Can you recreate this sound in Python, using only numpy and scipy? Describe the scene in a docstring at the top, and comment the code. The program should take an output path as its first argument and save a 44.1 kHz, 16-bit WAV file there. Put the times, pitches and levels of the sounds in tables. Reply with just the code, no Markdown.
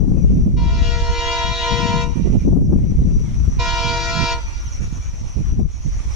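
"""A two-chime air horn on a far locomotive, one long and one short blast: stacks of twinkling partials,
air haze, a flat after-hum and a scattered echo from the scrub. Gusts buffet two microphone ports: noise read
at a changing wind speed, over a low rumble. The fields are shaped noise with a chorus of far crickets;
near crickets trill in ringing wing strokes, birds whistle falling tones, and two faint brief tones sound."""
import sys
import numpy as np
from scipy import signal
from scipy.fft import rfft, irfft, next_fast_len
from scipy.io import wavfile
from scipy.ndimage import uniform_filter1d

SR = 44100
rng = np.random.default_rng(int(sys.argv[2]) if len(sys.argv) > 2 else 0)


def waveform_to_disk(signal):
    """Save audio, clipped to [-1, 1], as 16-bit WAV at the path in sys.argv[1]."""
    frames = np.transpose(np.atleast_2d(signal))
    scaled = np.clip(frames, -1, 1) * 32767
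    samples = np.round(scaled).astype(np.int16)
    wavfile.write(sys.argv[1], SR, samples)


N = 271215

# Horn blasts: start t/s, valve shuts t/s, release/s, sharpness at start/share of pitch,
# flatness of after-hum/share of pitch, extra level of ringing partial/dB, curve of (t/s, level/dB)
HORN_BLASTS = [(0.563, 2.031, .12, 0.004, 0.015, 3.4, [(.58, -42), (.88, -30), (1.03, -30), (1.35, -25),
               (1.54, -28.5), (1.68, -25), (2.03, -28.5)]),
               (3.587, 4.328, .08, 0.02205, .045, 7.9, [(3.6, -26), (4.33, -24.5)])]
# Chimes, high one first: f/Hz, level of each upper partial under their sum/dB
CHIME_PITCHES = [(473.4, -9), (336.3, -14)]
# Colour of the upper partials after bell, air and ground: f/Hz, level/dB
BELL_COLOUR = [(336, -4), (470, 6), (950, 7), (1010, 9.5), (1400, -2.5), (1700, -4), (2000, 0), (2350, -4),
               (2750, -1.5), (3800, -5), (5200, -7), (7300, -19), (7900, -38), (10000, -42), (12000, -58.5)]
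# Horn at the port pair: f/Hz, left minus right/dB, left lead/rad
PORT_DIFFERENCES = [(400, 0, -.35), (1400, 1, -.55), (1750, 5, -2), (2300, 1, -.5), (2800, 4, 1.4),
                    (3400, 5, -.4), (4200, -4, -.7), (6000, 4, 0)]
# Fades of single partials over the long path: t/s, f/Hz, half length/s, depth/dB (negative swells)
PARTIAL_FADES = [(.62, 947, .08, -5), (.74, 473, 0.13, 8), (0.875, 947, 0.091, 11), (0.967, 1009, 0.16, 13),
                 (1.17, 672, 0.046, 12.5), (1.3, 1345, 0.11, -5.5), (1.35, 2018, .15, -5.5),
                 (1.468, 473, 0.2, 8), (1.575, 947, 0.045, 16), (3.724, 473, 0.095, 16.5),
                 (3.75, 2018, .3, 6), (3.86, 1894, 0.071, 13), (4.002, 1009, 0.2, 9),
                 (3.897, 1420, 0.43, -4), (4.16, 947, 0.067, 8), (4.17, 473, 0.21, 13),
                 (4.203, 1345, 0.12, -6.5)]
# Swells of horn bands over the long path: t/s, f/Hz, half length/s, half width/octaves, level/dB
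BAND_SWELLS = [(1.046, 2980, 0.1, 0.78, -5), (1.285, 3020, 0.16, 0.29, 4.5), (1.56, 3690, 0.19, 0.13, 7),
               (1.8, 958, 0.25, 0.057, 3.5), (1.8, 4890, 1, .12, -6.5), (4.08, 2970, 0.15, 0.24, -7)]
# Air rushing through the bells: f/Hz, relative level/dB per Hz
HAZE_SPECTRUM = [(700, -11.5), (1400, -9), (2150, -13), (2500, 0.5), (3300, -10), (5000, -2.5),
                 (7300, -16.0), (8200, -32.5), (12000, -49.0)]
# Decay of the scrub echo: f/Hz, time to fall 60 dB/s
ECHO_T60 = [(500, 1.1), (1000, 0.82), (1800, 2.8), (7000, 0.8)]
# Wind rumble: f/Hz, relative level/dB per Hz
RUMBLE_SPECTRUM = [(8, -14), (20, 11), (56, 19), (85, 7), (200, -61)]
# Eddies at unit wind speed: f/Hz, relative level/dB per Hz
EDDY_SPECTRUM = [(30, -41), (80, 0.5), (150, 3.5), (270, -11), (500, -28.5), (1500, -65)]
# Gusts: port, start t/s, length/s, buffeting level at start/dB
PORT_GUSTS = [("left", -.02, .52, -12), ("left", .5, .5, -19), ("left", 1.46, .06, -24),
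              ("left", 1.72, .4, -17), ("left", 2.45, .49, -12.5), ("left", 2.99, .62, -18),
              ("left", 3.98, .14, -26), ("left", 5.4, 0.0997, -26), ("left", 5.53, .13, -17),
              ("right", 0.0901, .19, -24), ("right", .31, .36, -15), ("right", .72, .04, -15),
              ("right", 1.1, .03, -21), ("right", 1.475, 0.02005, -24), ("right", 1.91, .07, -19),
              ("right", 2.16, .36, -15), ("right", 2.33, .04, -10), ("right", 2.58, .26, -16),
              ("right", 2.9, .22, -19), ("right", 3.26, .5, -24), ("right", 3.85, .09, -19),
              ("right", 4.13, .12, -21), ("right", 4.8, .18, -23), ("right", 5.22, 0.0202, -21),
              ("right", 5.37, 0.0402, -16), ("right", 5.85, 0.0396, -20)]
# Sudden sharp gusts: t/s, extra speed at left port/dB, at right port/dB; they raise the level alike
GUST_SLAPS = [(.38, 2.5, 2), (.472, 2.5, 2), (2.27, 1, 4), (2.483, 3.5, 0), (2.735, 3, 3.5), (5.608, 2, 0)]
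# Rumble: t/s, level/dB
RUMBLE_LEVEL = [(0, -24.5), (.4, -17.5), (1.08, -20), (1.2, -27.5), (2.06, -29.5), (2.34, -20), (3.06, -19),
                (3.5, -21), (3.8, -30), (4.3, -30), (4.95, -28), (5.3, -31), (5.6, -19.5), (5.74, -30),
                (6.13, -25)]
# Field hiss: f/Hz, relative level/dB per Hz
HISS_SPECTRUM = [(300, 14.5), (1200, 13.5), (1650, 5.5), (2400, 11), (4500, -4.5), (8000, -24)]
# Faint top octave of the hiss, alike in both ports: f/Hz, relative level/dB per Hz
AIR_SPECTRUM = [(7500, -3.5), (11500, -13.5)]
# Blurred part of the far chorus: f/Hz, relative level/dB per Hz
BLUR_SPECTRUM = [(4800, -7.5), (5500, 1), (6300, 2.5), (8000, -23.0)]
# Hiss, chorus and echo together: t/s, level/dB
FAR_LEVEL = [(0, -57.5), (.3, -53), (.52, -57.5), (2.2, -49), (2.44, -50.5), (2.6, -60), (2.85, -55),
             (3.3, -49), (4.5, -46), (5.5, -48.5), (5.64, -58), (5.82, -48.5), (6.12, -44)]
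# Near crickets: t/s, f/Hz, level/dB, trills in a row
NEAR_TRILLS = [(4.69, 6555, -51, 4), (5.145, 6300, -53, 2), (5.16, 5730, -50, 2), (5.475, 5850, -48, 1),
               (5.705, 6555, -54, 3)]
# Falling bird whistles: t/s, length/s, starting f/Hz, level/dB
BIRD_WHISTLES = [(.15, .105, 2550, -58), (2.385, .05, 2550, -52), (2.64, .04, 6300, -52),
                 (2.7, .04, 6300, -53), (3.24, .06, 2350, -51), (4.592, .04, 6250, -41),
                 (4.65, .05, 6400, -38), (4.715, .045, 6350, -38)]
# Faint brief tones: t/s, length/s, f/Hz, level/dB
FAINT_TONES = [(4.985, .12, 2335, -51), (5.985, .025, 1200, -46)]

EDGE_HZ = 12200  # upper band limit
LULL_DB, SAG_DB_PER_S, GUST_EDGE_DB_PER_S = -38., 9., 650.
CHORUS_DB = -0.5  # over the hiss
TRILL_S, TRILL_EVERY_S = .085, .108
BIRD_FALL_S = 0.062
RING_HZ, RING_OCTAVES = 2367, .005  # a strong, steadier partial of the high chime
RELEASE_DB_PER_S = 214  # at 1 kHz; higher partials die sooner
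HUM_DB, HUM_S, HUM_SAG_S = -21.5, 0.26, .06
FAR_ECHO_S, FAR_ECHO_DB = 1.35, -19.


def amp(db):
    """Decibels to gain."""
    return 10 ** (np.asarray(db) / 20)


def evened(x):
    """Scales each row to rms 1."""
    return x / np.sqrt(np.mean(abs(x) ** 2, axis=-1, keepdims=True) + 1e-20)


def read(points, hz):
    """Reads the columns of a spectrum table on a log-frequency axis."""
    f, *columns = np.transpose(points)
    return [np.interp(np.log(hz + 1), np.log(f + 1), c) for c in columns]


def curve(rows, t):
    """Joins the (t/s, level/dB) rows by straight lines."""
    s, level_db = np.transpose(rows)
    return np.interp(t, s, level_db)


def noise(points, count, size=N, rate=SR):
    """Rows of noise with the given spectrum, each at rms 1."""
    padded = next_fast_len(size)
    gain = amp(read(points, np.fft.rfftfreq(padded, 1 / rate))[0])
    white = rng.standard_normal((count, padded))
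    return evened(irfft(rfft(white) * gain, padded)[:, :size])


def drift(hz, count, size=N):
    """Rows of slow chance, mostly below hz, made coarsely and joined by lines."""
    step = 32
    spectrum = [(hz, 0), (10 * hz, -28), (50 * hz, -70)]
    coarse = noise(spectrum, count=count, size=size // step + 2, rate=SR / step)
    at = np.arange(size) / step
    return np.array([np.interp(at, np.arange(len(row)), row) for row in coarse])


def add(mix, s, sound):
    """Mixes a sound in at a time, in place."""
    part = mix[..., round(s * SR):][..., :sound.shape[-1]]
    part += sound[..., :part.shape[-1]]


def to_ports(x, pan_db):
    """Sets the level difference, left minus right, between the ports."""
    return x * amp([[pan_db / 2], [-pan_db / 2]])


def swell_db(t, hz):
    """Sum of the band swells at these times and frequencies."""
    total_db = 0
    for s, mid_hz, half_s, wide_octaves, db in BAND_SWELLS:
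        octaves = np.log2((hz + 1) / mid_hz)
        total_db = total_db + db * np.exp(-((t - s) / half_s) ** 2 - (octaves / wide_octaves) ** 2)
    return total_db


def patchy(x, start, patch_db, swell):
    """Lets random patches of time and frequency come and go, with a share of the band swells."""
    hz, t, z = signal.stft(x, SR, nperseg=512)
    field = rng.standard_normal(z.shape[1:])
    field = uniform_filter1d(uniform_filter1d(field, size=6, axis=0), size=9, axis=1)
    db = patch_db * field / field.std() + swell * swell_db(start + t, hz[:, None])
    return signal.istft(z * amp(db), SR, nperseg=512)[1][:, :x.shape[1]]


def gusts(t):
    """Buffeting dB at both ports: each gust sets in fast, sags and drops out; the strongest rules."""
    port_db = {"left": LULL_DB + 0 * t, "right": LULL_DB + 0 * t}
    for port, s, length_s, db in PORT_GUSTS:
        outside_s = np.maximum(0, np.maximum(s - t, t - s - length_s))
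        gust_db = db - SAG_DB_PER_S * (t - s) - GUST_EDGE_DB_PER_S * outside_s
        port_db[port] = np.maximum(port_db[port], gust_db)
    return np.array([port_db["left"], port_db["right"]])


def rumble(t, port_db, flicker):
    """Low wind noise that follows the breeze, flickers and leans to the windier port."""
    lean_db = 0.19 * (port_db - port_db[::-1])
    level_db = curve(RUMBLE_LEVEL, t) + lean_db + 4.48 * flicker
    return np.sqrt(2) * noise(RUMBLE_SPECTRUM, count=2) * amp(level_db)


def buffeting(t, port_db, flicker):
    """Frozen eddies are blown past each port: faster air is louder and brighter."""
    slap_db = sum(np.outer(db, np.exp(-((t - s) / .015) ** 2)) for s, *db in GUST_SLAPS)
    speed = np.clip(amp(.24 * (port_db + 19) + .9 * flicker + slap_db), .4, 1.8)
    place = np.cumsum(speed, axis=1)
    eddies = noise(EDDY_SPECTRUM, count=2, size=2 * N)
    passing = np.array([np.interp(p, np.arange(2 * N), e) for p, e in zip(place, eddies)])
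    return passing * amp(port_db + 1.74 * flicker + slap_db)


def wind():
    """Rumble and buffeting share the gusts and the flicker of the wind speed at each port."""
    t = np.arange(N) / SR
    port_db = gusts(t) + .9 * drift(6, count=2)
    flicker = drift(30, count=2)
    both = rumble(t, port_db, flicker) + buffeting(t, port_db, flicker)
    return both * np.minimum(t * 200, 1)


def field_hiss():
    """Wide patchy noise with a faint common top octave."""
    hiss = noise(HISS_SPECTRUM, count=2) + amp(-10.5) * noise(AIR_SPECTRUM, count=1)
    return patchy(hiss, 0, patch_db=2.5, swell=0) * amp(1.4 * drift(12, count=1))


def trill(hz, size, rough=0.31, sharp=4):
    """Wing strokes, about 125 a second, each a short ringing burst."""
    t = np.arange(size) / SR
    strokes = np.cumsum(125 * (1 + 0.0448 * drift(4.6, count=1, size=size)[0])) / SR
    jitter_rad = rough * 10 * drift(33.6, count=1, size=size)[0]
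    ring = np.sin(2 * np.pi * hz * t + jitter_rad)
    return evened(ring * abs(np.sin(np.pi * strokes)) ** sharp)


def cricket_chorus():
    """Four far crickets come and go, mixed differently at each port, over a blur of noise."""
    singers = np.array([trill(hz, N, rough=.15, sharp=1.2) for hz in (5760, 5820, 5880, 5950)])
    singers *= amp(5. * drift(9.0, count=4))
    blur = noise(BLUR_SPECTRUM, count=2)
    return evened(rng.uniform(0.23, 1, (2, 4)) @ singers) + 0.81 * blur


def fields(echo):
    """Hiss, chorus and returning echo under one far level."""
    far_db = curve(FAR_LEVEL, np.arange(N) / SR)
    # the returns waver in the moving air
    echo = patchy(echo, 0, patch_db=2.8, swell=0) * amp(28.5)
    return (field_hiss() + echo + cricket_chorus() * amp(CHORUS_DB)) * amp(far_db)


def bird_whistles(out):
    """Sines that fall by about a fifth of their frequency; a long call starts level."""
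    for s, length_s, hz, db in BIRD_WHISTLES:
        size = round(length_s * SR)
        fall = np.maximum(np.linspace(min(1 - length_s / BIRD_FALL_S, 0), 1, size), 0) ** 1.3
        turns = np.cumsum(hz * (1 - 0.192 * fall)) / SR
        add(out, s, amp(db) * np.sin(2 * np.pi * turns) * signal.windows.tukey(size, .6))


def near_crickets(out):
    """Short trills, singly or in even rows."""
    size = round(TRILL_S * SR)
    for s, hz, db, count in NEAR_TRILLS:
        for k in range(count):
            chirp = trill(hz, size, rough=0.033) * signal.windows.tukey(size, .3)
            add(out, s + k * TRILL_EVERY_S, amp(db) * chirp)


def faint_tones(out):
    """Steady sines under a half-sine envelope."""
    for s, length_s, hz, db in FAINT_TONES:
        t = np.arange(0, length_s, 1 / SR)
        add(out, s, amp(db) * np.sin(2 * np.pi * hz * t) * np.sin(np.pi * t / length_s))


def calls():
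    """Whistles, near trills and faint tones, a little stronger at the right port."""
    out = np.zeros(N)
    bird_whistles(out)
    near_crickets(out)
    faint_tones(out)
    return to_ports(out, -1.0)


def partial(t, k, f0_hz, turns, level_db, ring_db, fall_db):
    """One harmonic of a chime; turbulent air makes it twinkle, the high ones most."""
    hz = k * f0_hz
    khz = hz / 1000
    pan_db, lead_rad = read(PORT_DIFFERENCES, hz)
    ring = np.exp(-(np.log2(hz / RING_HZ) / RING_OCTAVES) ** 2)
    db = level_db + read(BELL_COLOUR, hz)[0] + ring_db * ring - fall_db * khz ** 0.44
    for s, fade_hz, half_s, deep_db in PARTIAL_FADES:
        if round(fade_hz / f0_hz - k, 1) == 0:
            db -= deep_db * np.exp(-((t - s) / half_s) ** 2)
    db += np.repeat(swell_db(t[::64], hz), 64)[:len(t)]
    a, b, c, d = drift(6.8, count=4, size=len(t))
    depth = min(0.26 * khz ** 0.75, .75) / (1 + ring)
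    apart = min(0.22 * khz, .7)  # the ports share less of the twinkle at short wavelengths
    twinkle = 1 + depth * (a + 1j * b + apart * np.outer([1, -1], c + 1j * d))
    side = to_ports(np.exp(.5j * np.array([[lead_rad], [-lead_rad]])), pan_db)
    wave = np.exp(2j * np.pi * (k * turns + rng.random()))
    return amp(db) * (twinkle * side * wave).real / np.sqrt(.5 + depth ** 2)


def bell_air(start, level_db, fall_db):
    """Air rushing through the bells: patchy noise that follows the blast."""
    haze = noise(HAZE_SPECTRUM, count=2, size=len(level_db))
    return amp(level_db - 11.5 - 1.3 * fall_db) * patchy(haze, start, patch_db=4.0, swell=0.62)


def blast(start, shut, release, sharp, ring_db, level):
    """Two diaphragms beat stacks of partials, with the rush of air around them."""
    t = np.arange(start, shut + release, 1 / SR)
    level_db = curve(level, t)
    fall_db = RELEASE_DB_PER_S * np.maximum(t - shut, 0)
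    # sharp while the pressure builds, sagging as the valve shuts
    build = sharp * np.exp(-(t - t[0]) / .04)
    sag = .015 * np.clip((t - t[-1]) / .07 + 1, 0, 1)
    bend = 1 + build - sag
    out = np.zeros((2, len(t)))
    for f0_hz, chime_db in CHIME_PITCHES:
        waver = 1 + 0.000793 * drift(2.92, count=1, size=len(t))[0]
        turns = np.cumsum(f0_hz * bend * waver) / SR
        for k in range(1, int(EDGE_HZ / f0_hz)):
            out += partial(t, k, f0_hz, turns, level_db + chime_db, ring_db, fall_db)
    out += bell_air(start, level_db, fall_db)
    edge = np.clip(np.minimum(t - t[0], t[-1] - t) / .015, 0, 1)
    return t[0], out * edge


def hum(sag, last_db):
    """The high chime's second partial hums on, sliding flat, as the last air escapes."""
    t = np.arange(0, HUM_S, 1 / SR)
    slide = 1 - sag * (1 - np.exp(-(t / HUM_SAG_S) ** 2))
    turns = np.cumsum(2 * CHIME_PITCHES[0][0] * slide) / SR
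    return amp(last_db + HUM_DB) * np.sin(2 * np.pi * turns) * signal.windows.tukey(len(t), .5)


def horn_blasts():
    """Both blasts with their after-hums; loud waves steepen and yield sum tones of the chimes."""
    horn = np.zeros((2, N))
    for start, shut, release, sharp, sag, ring_db, level in HORN_BLASTS:
        add(horn, *blast(start, shut, release, sharp, ring_db, level))
        add(horn, shut, hum(sag, level[-1][1]))
    squared = horn ** 2
    return horn + 0.1 * (squared - uniform_filter1d(squared, 200))


def scrub_echo(x):
    """Scattered returns from bushes and embankment: sparse taps, decaying at a rate set by frequency."""
    size = 3 * SR // 2
    taps = np.zeros((2, size))
    at = np.arange(800, size - 40, 40) + rng.integers(0, 40, (2, (size - 801) // 40))
    np.put_along_axis(taps, at, rng.choice([-1., 1.], at.shape), 1)
    hz, t, z = signal.stft(taps, SR, nperseg=256)
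    t60_s = read(ECHO_T60, hz)[0]
    tail = signal.istft(z * amp(-60 * t / t60_s[:, None]), SR, nperseg=256)[1]
    tail = tail / np.linalg.norm(tail[0])
    slope = signal.windows.hann(24) / 12  # one late, dull return from a distant slope
    add(tail, FAR_ECHO_S, amp(FAR_ECHO_DB) * slope)
    return signal.fftconvolve(x.mean(0)[None], tail, axes=1)[:, :N]


def scene():
    """Horn, wind, far sound with the horn's echo, and calls."""
    horn = horn_blasts()
    return horn + wind() + fields(scrub_echo(horn)) + calls()


def record(dry):
    """Soft overload on the loudest peaks, then the band limit."""
    soft = 0.86 * np.tanh(dry / 0.9)
    lowpass = signal.firwin(511, EDGE_HZ, window=("kaiser", 9), fs=SR)
    return signal.oaconvolve(soft, lowpass[None], "same")


dry = scene()
out = record(dry)
waveform_to_disk(out)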